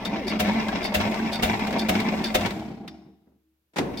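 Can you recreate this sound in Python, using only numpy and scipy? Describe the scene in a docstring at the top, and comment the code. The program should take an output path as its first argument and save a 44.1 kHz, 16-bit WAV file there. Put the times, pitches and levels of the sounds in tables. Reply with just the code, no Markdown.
"""Slow grinding, rasps and lone knocks: a cold tractor diesel in a snowy yard will not start.
The starter motor drags it round, its gear teeth shaking the block and panels and slowing each time
a piston squeezes the air (a compression). A metallic rasp comes before each firing knock, but the
engine never catches. The starter is let go and spins down, the metal rings out, then the
starter's small gear (the pinion) slams in for another try."""
import sys
import numpy as np
from scipy import signal
from scipy.fft import rfft, irfft
from scipy.io import wavfile
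from scipy.ndimage import uniform_filter1d, map_coordinates

SR = 44100
rng = np.random.default_rng(int(sys.argv[2]) if len(sys.argv) > 2 else 0)


def waveform_to_disk(signal):
    """Save audio, clipped to [-1, 1], as 16-bit WAV at the path in sys.argv[1]."""
    frames = np.transpose(np.atleast_2d(signal))
    scaled = np.clip(frames, -1, 1) * 32767
    samples = np.round(scaled).astype(np.int16)
    wavfile.write(sys.argv[1], SR, samples)


N = 176400

# firings, each at the top of a compression
# (time [s], knock [dB], thump [dB], knock fade [s], block ring [dB], centre of that ring [Hz])
FIRINGS = [(.400, -20.5, -29.5, 0.011, -26, 699), (0.946, -19, -25.5, 0.012, -26, 632),
           (1.429, -19.5, -25, 0.017, -33.5, 654), (1.891, -18.5, -28, 0.0071, -28.5, 680),
           (2.349, -16.5, -26, 0.0088, -22, 489)]
# hollow ringing notes of the engine block and bonnet (pitch [Hz], width [Hz], level [dB])
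HOLLOW_MODES = [(197, 10, -7), (216.8, 30, 2), (268, 35, -3), (314, 5.89, -8), (360.9, 12, -8),
                (438.4, 3.6, -13)]
# ringing notes of the gear housing (pitch [Hz], width [Hz], level [dB])
HOUSING_MODES = [(618, 18, -5), (673, 48, -2), (703, 35, 0.5), (776, 24, 1), (924, 25, -0.5),
                 (1047, 19.7, -15), (1720, 84, -11.5), (2120, 150, -1.5), (2245, 68, -11.5),
                 (2347, 84, -12.5), (2740, 81, -23.5)]
# tone colours of a low rumble, a metal clank and a dull boom (frequency [Hz], level [dB])
RUMBLE_SPECTRUM = [(20, -10), (40, 0), (70, 7.5), (110, -0.5), (170, 3), (400, -38)]
CLANK_SPECTRUM = [(300, -9.5), (700, -3.5), (1300, 0), (2300, -2.5), (4000, -4.5), (7000, -17.5),
                  (10000, -22), (15000, -24.5)]
BOOM_SPECTRUM = [(40, -16), (120, -4.5), (260, 1.5), (400, -3.5), (600, -9.5), (1000, -19), (2500, -34),
                 (6000, -59)]

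RELEASE_S, CLINK_S = 2.48, 2.877  # the starter is let go; the settling engine clinks
METAL_T60_S = 0.057  # time for the panels' ring to fade by 60 dB


def amp(db):
    """Turn decibels into a number to multiply by."""
    return 10 ** (np.asarray(db) / 20)


def unit(x):
    """Scale a signal to an average (rms) size of 1."""
    return x / np.sqrt(np.mean(x ** 2))


def clock():
    """The time of each sample, in seconds."""
    return np.arange(N) / SR


def curve(at, rows, column=1):
    """Read one column of a table, joining its rows with straight lines."""
    rows = np.array(rows, float)
    return np.interp(at, rows[:, 0], rows[:, column])


def walk(rate_hz):
    """A smooth random wobble with a size of about 1."""
    hold = int(SR / rate_hz)
    steps = np.repeat(rng.standard_normal(4000), hold)[:N]
    return unit(uniform_filter1d(uniform_filter1d(steps, hold), hold))


def burst(start, attack, hold, decay):
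    """A level that rises, holds and dies away; all times in seconds."""
    age = clock() - start
    return np.clip(age / attack, 0, 1) * np.exp(-np.maximum(age - attack - hold, 0) / decay)


def swells(rows):
    """Smooth rises and falls of level, in dB."""
    t = clock()
    return sum(db * np.exp(-.5 * ((t - s) / length) ** 2) for s, db, length in rows)


def passband(x, order, hz, kind):
    """Keep the 'low', 'high' or middle 'band' of a sound; a higher order cuts more sharply."""
    return signal.sosfilt(signal.butter(order, hz, kind, fs=SR, output='sos'), x)


def noise(split_hz=650):
    """Stereo noise, alike in both ears in the bass and unrelated in the treble."""
    mid, side = rng.standard_normal((2, N))
    return unit(mid + passband(side, 1, split_hz, 'high') * np.array([[1], [-1]]))


def convolve(x, response):
    """Pass a sound through an object, given how that object answers a single tap."""
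    return signal.fftconvolve(np.atleast_2d(x), np.atleast_2d(response), axes=1)[:, :N]


def colour(x, spectrum):
    """Give a sound a tone colour; white noise keeps its overall level."""
    hz, db = np.array(spectrum, float).T
    log_hz = np.log(np.fft.rfftfreq(4096, 1 / SR) + 1)
    gain = unit(amp(np.interp(log_hz, np.log(hz), db)))
    # fold the filter so that it never sounds before its input
    cepstrum = irfft(np.log(gain))
    cepstrum[1:2048] *= 2
    cepstrum[2049:] = 0
    return convolve(x, irfft(np.exp(rfft(cepstrum))))


def ring(x, modes, spread):
    """Ring an object's own notes (modes); wider ones fade faster, and spread parts the two ears."""
    t, response = clock()[:SR // 2], 0
    for k, (hz, width, db) in enumerate(modes):
        ear_phase = spread * np.array([[1], [-1]]) * (-1) ** k
        level = amp(db) * np.sqrt(width) * np.exp(-np.pi * width * t)
        response = response + level * np.sin(2 * np.pi * hz * t + ear_phase)
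    return convolve(x, response / np.sqrt(np.sum(response ** 2) / 2))


def favour(modes, centre_hz, reach_hz):
    """Where a part is struck decides which notes ring most: turn down those far from the centre."""
    return [(*row[:-1], row[-1] - ((row[0] - centre_hz) / reach_hz) ** 2) for row in modes]


def diffuse(x, t60):
    """A dense ring, different left and right, that fades by 60 dB in t60 seconds."""
    t = clock()[:SR]
    response = rng.standard_normal((2, SR)) * np.exp(-np.log(1000) * t / t60)
    return convolve(x, response / np.sqrt(np.sum(response ** 2) / 2))


def waver(x, depth_s):
    """Let a ringing sound drift a little in pitch."""
    at = np.arange(N) + depth_s * SR * walk(25)
    return np.array([map_coordinates(side, [at], mode='mirror') for side in x])


def teeth(tooth_hz, jitter=.1, scatter_db=3, scrape_s=0.0049):
    """Gear teeth meet unevenly; each gives a tap and a short scrape."""
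    offset, force = rng.standard_normal((2000, 2)).T
    passed = np.cumsum(tooth_hz) / SR
    count, samples = int(passed[-1]), np.arange(N)
    hit_at = np.interp(np.arange(count) + jitter * offset[:count], passed, samples).astype(int)
    strength = amp(scatter_db * force[:count])
    taps = np.zeros(N)
    taps[hit_at] = strength
    latest = np.maximum(np.searchsorted(hit_at, samples, 'right') - 1, 0)
    age = np.abs(samples - hit_at[latest]) / SR
    scrape = strength[latest] * (np.exp(-age / scrape_s) + 0.13) * rng.standard_normal(N)
    return unit(taps), unit(scrape)


def drone(hz=215.5, wander=0.025, flicker_db=1.0):
    """The starter motor's note, slightly unsteady in pitch and level."""
    phase = 2 * np.pi * np.cumsum(hz * (1 + wander * walk(35))) / SR
    return amp(flicker_db * walk(45.24)) * np.sqrt(2) * np.sin(phase)


def whine(tooth_hz, flicker_db=3.5, wander=.025):
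    """A rough gear whine that follows the cranking speed."""
    # tones of the meshing gears (multiple of the tooth rate, level [dB])
    overtones = [(3, -43.5), (6, -46), (7, -46.5), (8, -49), (14, -48), (17, -51.5)]
    phase = 2 * np.pi * np.cumsum(tooth_hz * (1 + wander * walk(90))) / SR
    return sum(amp(db + flicker_db * walk(70)) * np.sin(k * phase) for k, db in overtones)


def cranking(slow_hz=72.14, fast_hz=149.15, restart_s=3.80):
    """Pinion teeth grind on the flywheel, racing after each firing and labouring before the next."""
    # speed through one compression stroke (share of the stroke [0-1], speed [0-1])
    stroke_speed = [(0, 0), (.12, .45), (.25, .85), (.42, 1), (.56, .95), (.7, .8), (.86, .45), (1, 0.05)]
    # strength of the cranking (time [s], hum [dB], grind [dB])
    effort = [(0, -37.5, -38), (.25, -33, -38.5), (.45, -37.5, -35.5), (.8, -32.5, -36), (1.1, -33, -35),
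              (2.1, -30, -35), (2.3, -33.5, -35.5), (2.48, -33.5, -36.5), (3.8, -40, -55), (4, -35.5, -42)]
    # swells of the motor's drone (time [s], rise [dB], half-length [s])
    drone_swells = [(.1, 8, 0.025), (.35, 10, 0.049), (.48, 16, 0.039), (.595, 11.5, 0.049),
                    (.66, 1, 0.0095), (.75, 6, .02), (.98, 10.5, 0.031), (1.085, 12.5, 0.023),
                    (1.235, 12.5, 0.023), (1.43, 7.5, 0.016), (1.515, 8, 0.021), (1.61, 3.5, 0.015),
                    (1.755, 8.5, 0.012), (1.86, 4, 0.075), (1.965, 8, 0.017), (2.085, 9.5, 0.015),
                    (2.21, 10.5, 0.021), (2.36, 8, 0.029), (2.43, 9, 0.026)]
    # surges of grinding as the gears take up the load (time [s], rise [dB], half-length [s])
    grind_surges = [(.16, 4, .028), (.335, 6, 0.043), (.455, 8, 0.021), (.5, 7.5, 0.025), (.61, 9.5, 0.026),
                    (.755, 9, 0.024), (.87, 3.5, 0.044), (1.02, 11.5, .02), (1.07, 7, 0.008),
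                    (1.15, 5.5, 0.013), (1.265, 5, 0.036), (1.345, 2, 0.032), (1.495, 12.5, 0.0089),
                    (1.54, 8.5, 0.013), (1.603, 7.5, 0.0064), (1.645, 4, 0.008), (1.75, 3.5, 0.019),
                    (1.96, 9, 0.025), (2.005, 6, 0.012), (2.08, 7, 0.018), (2.185, 6, 0.012),
                    (2.24, 4.5, 0.02), (2.425, 9, 0.034)]
    # tone colour of the grinding (frequency [Hz], level [dB])
    grind_spectrum = [(300, -6), (450, -1.5), (600, -8.5), (900, 5.5), (1250, -3), (1600, -6.5), (2200, 0),
                      (3000, -12), (3800, -8.5), (6000, -20), (9500, -41), (12000, -47), (15000, -49.5)]
    t = clock()
    stroke_tops_s = [-.2] + [row[0] for row in FIRINGS] + [2.85, 3.6, 4.15]
    share = np.interp(t, stroke_tops_s, np.arange(len(stroke_tops_s))) % 1
    tooth_hz = slow_hz + (fast_hz - slow_hz) * curve(share, stroke_speed)
    taps, scrape = teeth(tooth_hz)

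    first_try = np.exp(-np.maximum(t - RELEASE_S, 0) / 0.058)
    second_try = np.clip((t - restart_s) / 0.022, 0, 1)
    running = first_try + second_try
    load = running * amp(curve(t, effort))
    pressure = running * amp(curve(t, effort, column=2))
    swell_db, surge_db = swells(drone_swells), swells(grind_surges)

    shake = unit(taps + 1.25 * scrape) * load * amp(0.55 * swell_db)
    hum = passband(ring(shake, HOLLOW_MODES, spread=0.057), 4, [160, 900], 'band')
    housing = ring(scrape * pressure * amp(1 + 0.4 * surge_db), HOUSING_MODES, spread=0.59)
    housing = passband(waver(housing, depth_s=0.00028), 2, 3500, 'low')
    grind = scrape * pressure * amp(surge_db - 1.5)
    grit = 0.17  # raw scraping mixed in with the ringing panels
    panels = diffuse(grind, METAL_T60_S) + grit * grind * noise()
    clatter = colour(panels / np.hypot(1, grit), grind_spectrum)
    motor = load * amp(swell_db - 5) * drone()
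    gears = pressure / pressure.max() * amp(0.4 * surge_db) * whine(tooth_hz)
    rumble = amp(-41.5) * running * colour(noise(), RUMBLE_SPECTRUM)
    return hum + housing + clatter + motor + gears + rumble


def winter_air():
    """The faint, steady hush of the yard."""
    # tone colour of the still air (frequency [Hz], level [dB])
    air_spectrum = [(18, -50), (30, -23), (71, 4), (284, -10.5), (315, -4.5), (728, -17), (3150, -20),
                    (8950, -27), (12500, -19), (15500, -21.5)]
    return amp(-76.5) * colour(noise(), air_spectrum)


def rasps(rattle_db=3.5):
    """A steel part rattles briefly as compression builds, and clinks once as the engine settles."""
    # metallic rasps (time [s], length [s], level [dB], centre pitch [Hz])
    rasp_events = [(0.048, 0.0091, -34, 3550), (0.267, 0.029, -34.5, 4800), (0.826, 0.033, -34.5, 4340),
                   (1.318, 0.031, -32, 4100), (1.782, 0.021, -30, 4500), (2.239, 0.02, -30, 4570),
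                   (3.971, 0.025, -38.5, 4800)]
    # ringing notes of the steel part (pitch [Hz], width [Hz], level [dB])
    steel_modes = [(3200, 47, -11), (3557, 38, 1), (3635, 54, 0.5), (3680, 52, -3), (4470, 46, -1),
                   (4660, 35, -3.5), (4877, 45, -0.5), (5600, 47, -7)]
    # tone colour of the rasp's hiss (frequency [Hz], level [dB])
    hiss_spectrum = [(500, -12.5), (2000, -3.5), (3000, -11), (4600, 1.5), (6500, -15), (9000, -11.5),
                     (15000, -18.5)]
    rattle, sound = unit(amp(rattle_db * walk(300))), 0
    for s, length, db, centre in rasp_events:
        push = amp(db) * burst(s, 0.003, length, .014) * rattle
        modes = favour(steel_modes, centre, reach_hz=447)
        sound = sound + amp(1) * ring(push * rng.standard_normal(N), modes, spread=.8)
        sound = sound + amp(-5) * colour(push * noise(), hiss_spectrum)
    clink = amp(-37.5) * burst(CLINK_S, 0.001, 0.003, 0.008)
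    clink_ring = ring(clink / 2 * rng.standard_normal(N), steel_modes, spread=0.7)
    return sound + clink_ring + colour(clink * noise(), CLANK_SPECTRUM)


def clanks():
    """Slack gears knock together; soft bumps follow as the engine rocks back and comes to rest."""
    # clanks of the gears (time [s], level [dB])
    gear_hits = [(0.054, -30), (.470, -36), (0.532, -40), (.683, -30), (1.01, -27.5), (1.113, -34.5),
                 (1.141, -34), (1.188, -40), (1.477, -34), (1.593, -32), (1.669, -29.5), (1.707, -34.5),
                 (1.726, -35.5), (1.952, -32.5), (2.000, -25.5), (2.409, -31), (2.459, -25), (2.505, -33),
                 (2.595, -43)]
    # bumps of the settling engine (time [s], level [dB])
    settling_bumps = [(2.694, -35.5), (2.771, -48), (2.842, -42.5), (3.06, -51), (3.267, -57.5),
                      (3.318, -64.5)]
    hits = sum(amp(db) * burst(s, .001, 0.0017, 0.01) for s, db in gear_hits)
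    bumps = sum(amp(db) * burst(s, 0.0053, 0.0041, 0.023) for s, db in settling_bumps)
    clank = colour(hits * noise(), CLANK_SPECTRUM)
    housing = amp(-6) * ring(hits * rng.standard_normal(N), HOUSING_MODES, spread=0.72)
    return clank + housing + colour(bumps * noise(), BOOM_SPECTRUM)


def groan(flicker_db=3.0, wander=0.017):
    """The starter's note climbs on the first free turn and sinks as compression builds."""
    # path of the groan (time [s], pitch [Hz], main note [dB], octave above [dB])
    glide = [(.08, 211.9, -58, -56.5), (.125, 292.8, -31.5, -45.5), (.17, 340.3, -40.5, -44.5),
             (.21, 290.8, -31.5, -33.5), (.24, 220, -40.5, -40.5), (.27, 183, -46.5, -30),
             (.31, 172, -58, -54)]
    t = clock()
    phase = 2 * np.pi * np.cumsum(curve(t, glide) * (1 + wander * walk(90))) / SR
    note = amp(curve(t, glide, column=2)) * np.sin(phase)
    octave = amp(curve(t, glide, column=3)) * np.sin(2 * phase)
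    level = amp(flicker_db * walk(70)) * burst(glide[0][0], 0.018, .2, .02)
    return np.sqrt(2) * (note + octave) * level


def firings(attack_s=0.011, lead_s=0.0081):
    """Each firing cracks through the block, sets it ringing and thumps out of the exhaust."""
    # low ringing notes of the block (pitch [Hz], level [dB])
    block_modes = [(352, -7), (515, -3.5), (612, -1), (728, -4)]
    # ringing notes of the cylinder head, the engine's lid (pitch [Hz], width [Hz], level [dB])
    head_modes = [(540.5, 37, 1), (638, 12, 2.5), (738, 39, 2), (930, 45, -6.5), (1006, 45, -12),
                  (1313, 130, -6.5), (1683, 110, -12), (2207, 70, -2.5), (2730, 70, -1.5), (3470, 46, -3.5),
                  (3655, 75, -1)]
    # tone colours of the knock and the exhaust thump (frequency [Hz], level [dB])
    knock_spectrum = [(250, -8), (550, -5), (1100, -9), (1700, -1.5), (2800, -3), (4000, -8.5),
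                      (6000, -12.5), (9000, -18.5), (15000, -16.5)]
    thump_spectrum = [(20, -12.5), (45, 3.5), (75, 2.5), (120, -3), (200, -0.5), (500, -54.5)]
    t, knock, thump, block = clock(), 0, 0, 0
    for s, knock_db, thump_db, decay, ring_db, centre in FIRINGS:
        start = s - lead_s
        tail = amp(-18) * burst(s, attack_s, 0, 0.06)
        knock = knock + amp(knock_db) * (burst(start, attack_s, 0.0022, decay) + tail)
        thump = thump + amp(thump_db) * burst(start, attack_s, 0.0035, 0.026)
        modes = favour(block_modes, centre, reach_hz=90)
        notes = sum(amp(db) * np.sin(2 * np.pi * hz * (t - s)) for hz, db in modes)
        block = block + amp(ring_db) * burst(start, attack_s, 0.0076, 0.03) * notes
    crack = amp(-2) * colour(knock * noise(), knock_spectrum)
    head = amp(-1.5) * ring(knock * rng.standard_normal(N), head_modes, spread=0.91)
    return crack + head + block + colour(thump * noise(), thump_spectrum)


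def exhaust(pipe_hz=74.8, rise_hz_per_s=290):
    """The pipe booms after each firing, rising in pitch as hot gas fills it."""
    boom = 0
    for s, _, thump_db, *_ in FIRINGS:
        age = clock() - s
        tone = np.sin(2 * np.pi * age * (pipe_hz + rise_hz_per_s * age / 2))
        boom = boom + amp(thump_db - 7) * burst(s, 0.034, 0.099, 0.006) * tone
    return boom


def gas_hiss(left_db=5.0):
    """Gas blown through the engine hisses after each firing and thins out before the next."""
    hiss_spectrum = [  # (frequency [Hz], level [dB])
        (2000, -17.5), (5000, -1.5), (7500, 8.5), (10000, -5), (12500, 2), (15500, -2)]
    puffs = sum(burst(row[0], .01, .03, 0.45) for row in FIRINGS)
    flow = puffs * np.exp(-np.maximum(clock() - RELEASE_S, 0) / .12)
    hiss = colour(amp(-54.5 + 1.2 * walk(41)) * flow * noise(), hiss_spectrum)
    return hiss * amp(np.array([[left_db], [-left_db]]) / 2)


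def pings(ping_hz=1640, clink_hz=5220):
    """Loose steel pings during the cranking; the last clink leaves a thin ring."""
    # taps on the loose steel (time [s], level [dB])
    steel_taps = [(.684, -34.5), (1.193, -37.5)]
    push = sum(amp(db) * burst(s, .002, .005, .011) for s, db in steel_taps)
    ping = ring(push * rng.standard_normal(N), [(ping_hz, 110, 0)], spread=.5)
    tail = amp(-61) * burst(CLINK_S, .002, 0.0046, .08)
    return ping + ring(tail * rng.standard_normal(N), [(clink_hz, 260, 0)], spread=0.83)


def spin_down(shaft_hz=38.18, slowing_s=1.475, flutter_depth=0.4):
    """The freed starter slows with a flutter on each turn; two ringing notes outlast it."""
    # fading of the starter (time [s], bass [dB], middle [dB], treble [dB])
    fade = [(2.45, -29.5, -60, -46), (2.58, -33, -37.5, -49), (2.72, -38.5, -46.5, -53.5),
            (2.86, -41, -52, -67), (2.96, -51, -54.5, -63), (3.08, -49, -66, -79), (3.18, -67, -76, -89),
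            (3.33, -61.5, -78, -97), (3.42, -76, -98, -98), (3.6, -90, -100, -105)]
    # tone colour of its whirr (frequency [Hz], level [dB])
    whirr_spectrum = [(500, -12), (1000, 0), (1400, -2.5), (2200, 2.5), (3500, -11), (5200, -10),
                      (7000, -21.5), (15000, -37)]
    # lingering notes of the metal (pitch [Hz], level at release [dB], fall [dB/s])
    lingering = [(70.5, -49, 25.5), (318.6, -37, 37)]
    t = clock()
    age = np.maximum(t - RELEASE_S, 0)
    freed = np.clip((t - RELEASE_S) / 0.037 + 1, 0, 1)
    bass, middle, treble = (amp(curve(t, fade, column)) for column in (1, 2, 3))
    shaft_angle = 2 * np.pi * np.cumsum(shaft_hz * np.exp(-age / slowing_s)) / SR
    rub = freed * (1 + flutter_depth * np.cos(shaft_angle)) * rng.standard_normal(N)
    hollow = ring(rub * bass, HOLLOW_MODES, spread=0.07)
    housing = ring(rub * middle, HOUSING_MODES[:4], spread=0.3)
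    body = passband(hollow + housing, 2, 130, 'high')
    whirr = colour(diffuse(rub * treble, METAL_T60_S), whirr_spectrum)
    rumble = amp(-18.5) * colour(freed * bass * noise(), RUMBLE_SPECTRUM)
    notes = sum(amp(db - fall * age + 2.5 * walk(20)) * np.sin(2 * np.pi * hz * t)
                for hz, db, fall in lingering)
    return body + whirr + rumble + freed * notes


def pinion_slam(boom_s=3.785):
    """The solenoid (a magnet switch) clicks, the pinion hits the flywheel and the block booms."""
    # hits of solenoid and pinion (time [s], level [dB], fade [s])
    impacts = [(3.734, -55.5, 0.022), (3.759, -32.5, 0.011), (3.765, -28.5, 0.043), (3.783, -21.5, 0.0072)]
    # tone colour of those hits (frequency [Hz], level [dB])
    impact_spectrum = [(88, -27), (150, -2), (436, -3.5), (631, -7.5), (827, -4), (1200, -12), (2100, -11),
                       (3220, -17), (5540, -22.5), (15500, -39.5)]
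    hits = sum(amp(db) * burst(s, 0.0019, 0.004, decay) for s, db, decay in impacts)
    boom = amp(-23) * burst(boom_s, 0.0093, 0.012, 0.11)
    return colour(hits * noise(), impact_spectrum) + colour(boom * noise(), BOOM_SPECTRUM)


def scene(left_db=1.5):
    """The engine a little to the left, a faint echo from shed and trees, and still winter air."""
    engine = cranking() + groan() + firings() + exhaust() + gas_hiss()
    engine = engine + rasps() + pings() + clanks() + spin_down() + pinion_slam()
    ear_gain = amp(np.array([[left_db], [-left_db]]) / 2)
    engine = engine + passband(engine, 1, 400, 'high') * (ear_gain - 1)  # the bass stays centred
    echo = passband(diffuse(engine, t60=0.86), 1, [250, 6000], 'band')
    return engine + amp(-14) * echo + winter_air()


def record(dry, top_hz=15950):
    """Cut away the very highest treble."""
    return signal.sosfilt(signal.ellip(10, .2, 80, top_hz, fs=SR, output='sos'), dry)


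dry = scene()
out = record(dry)
waveform_to_disk(out)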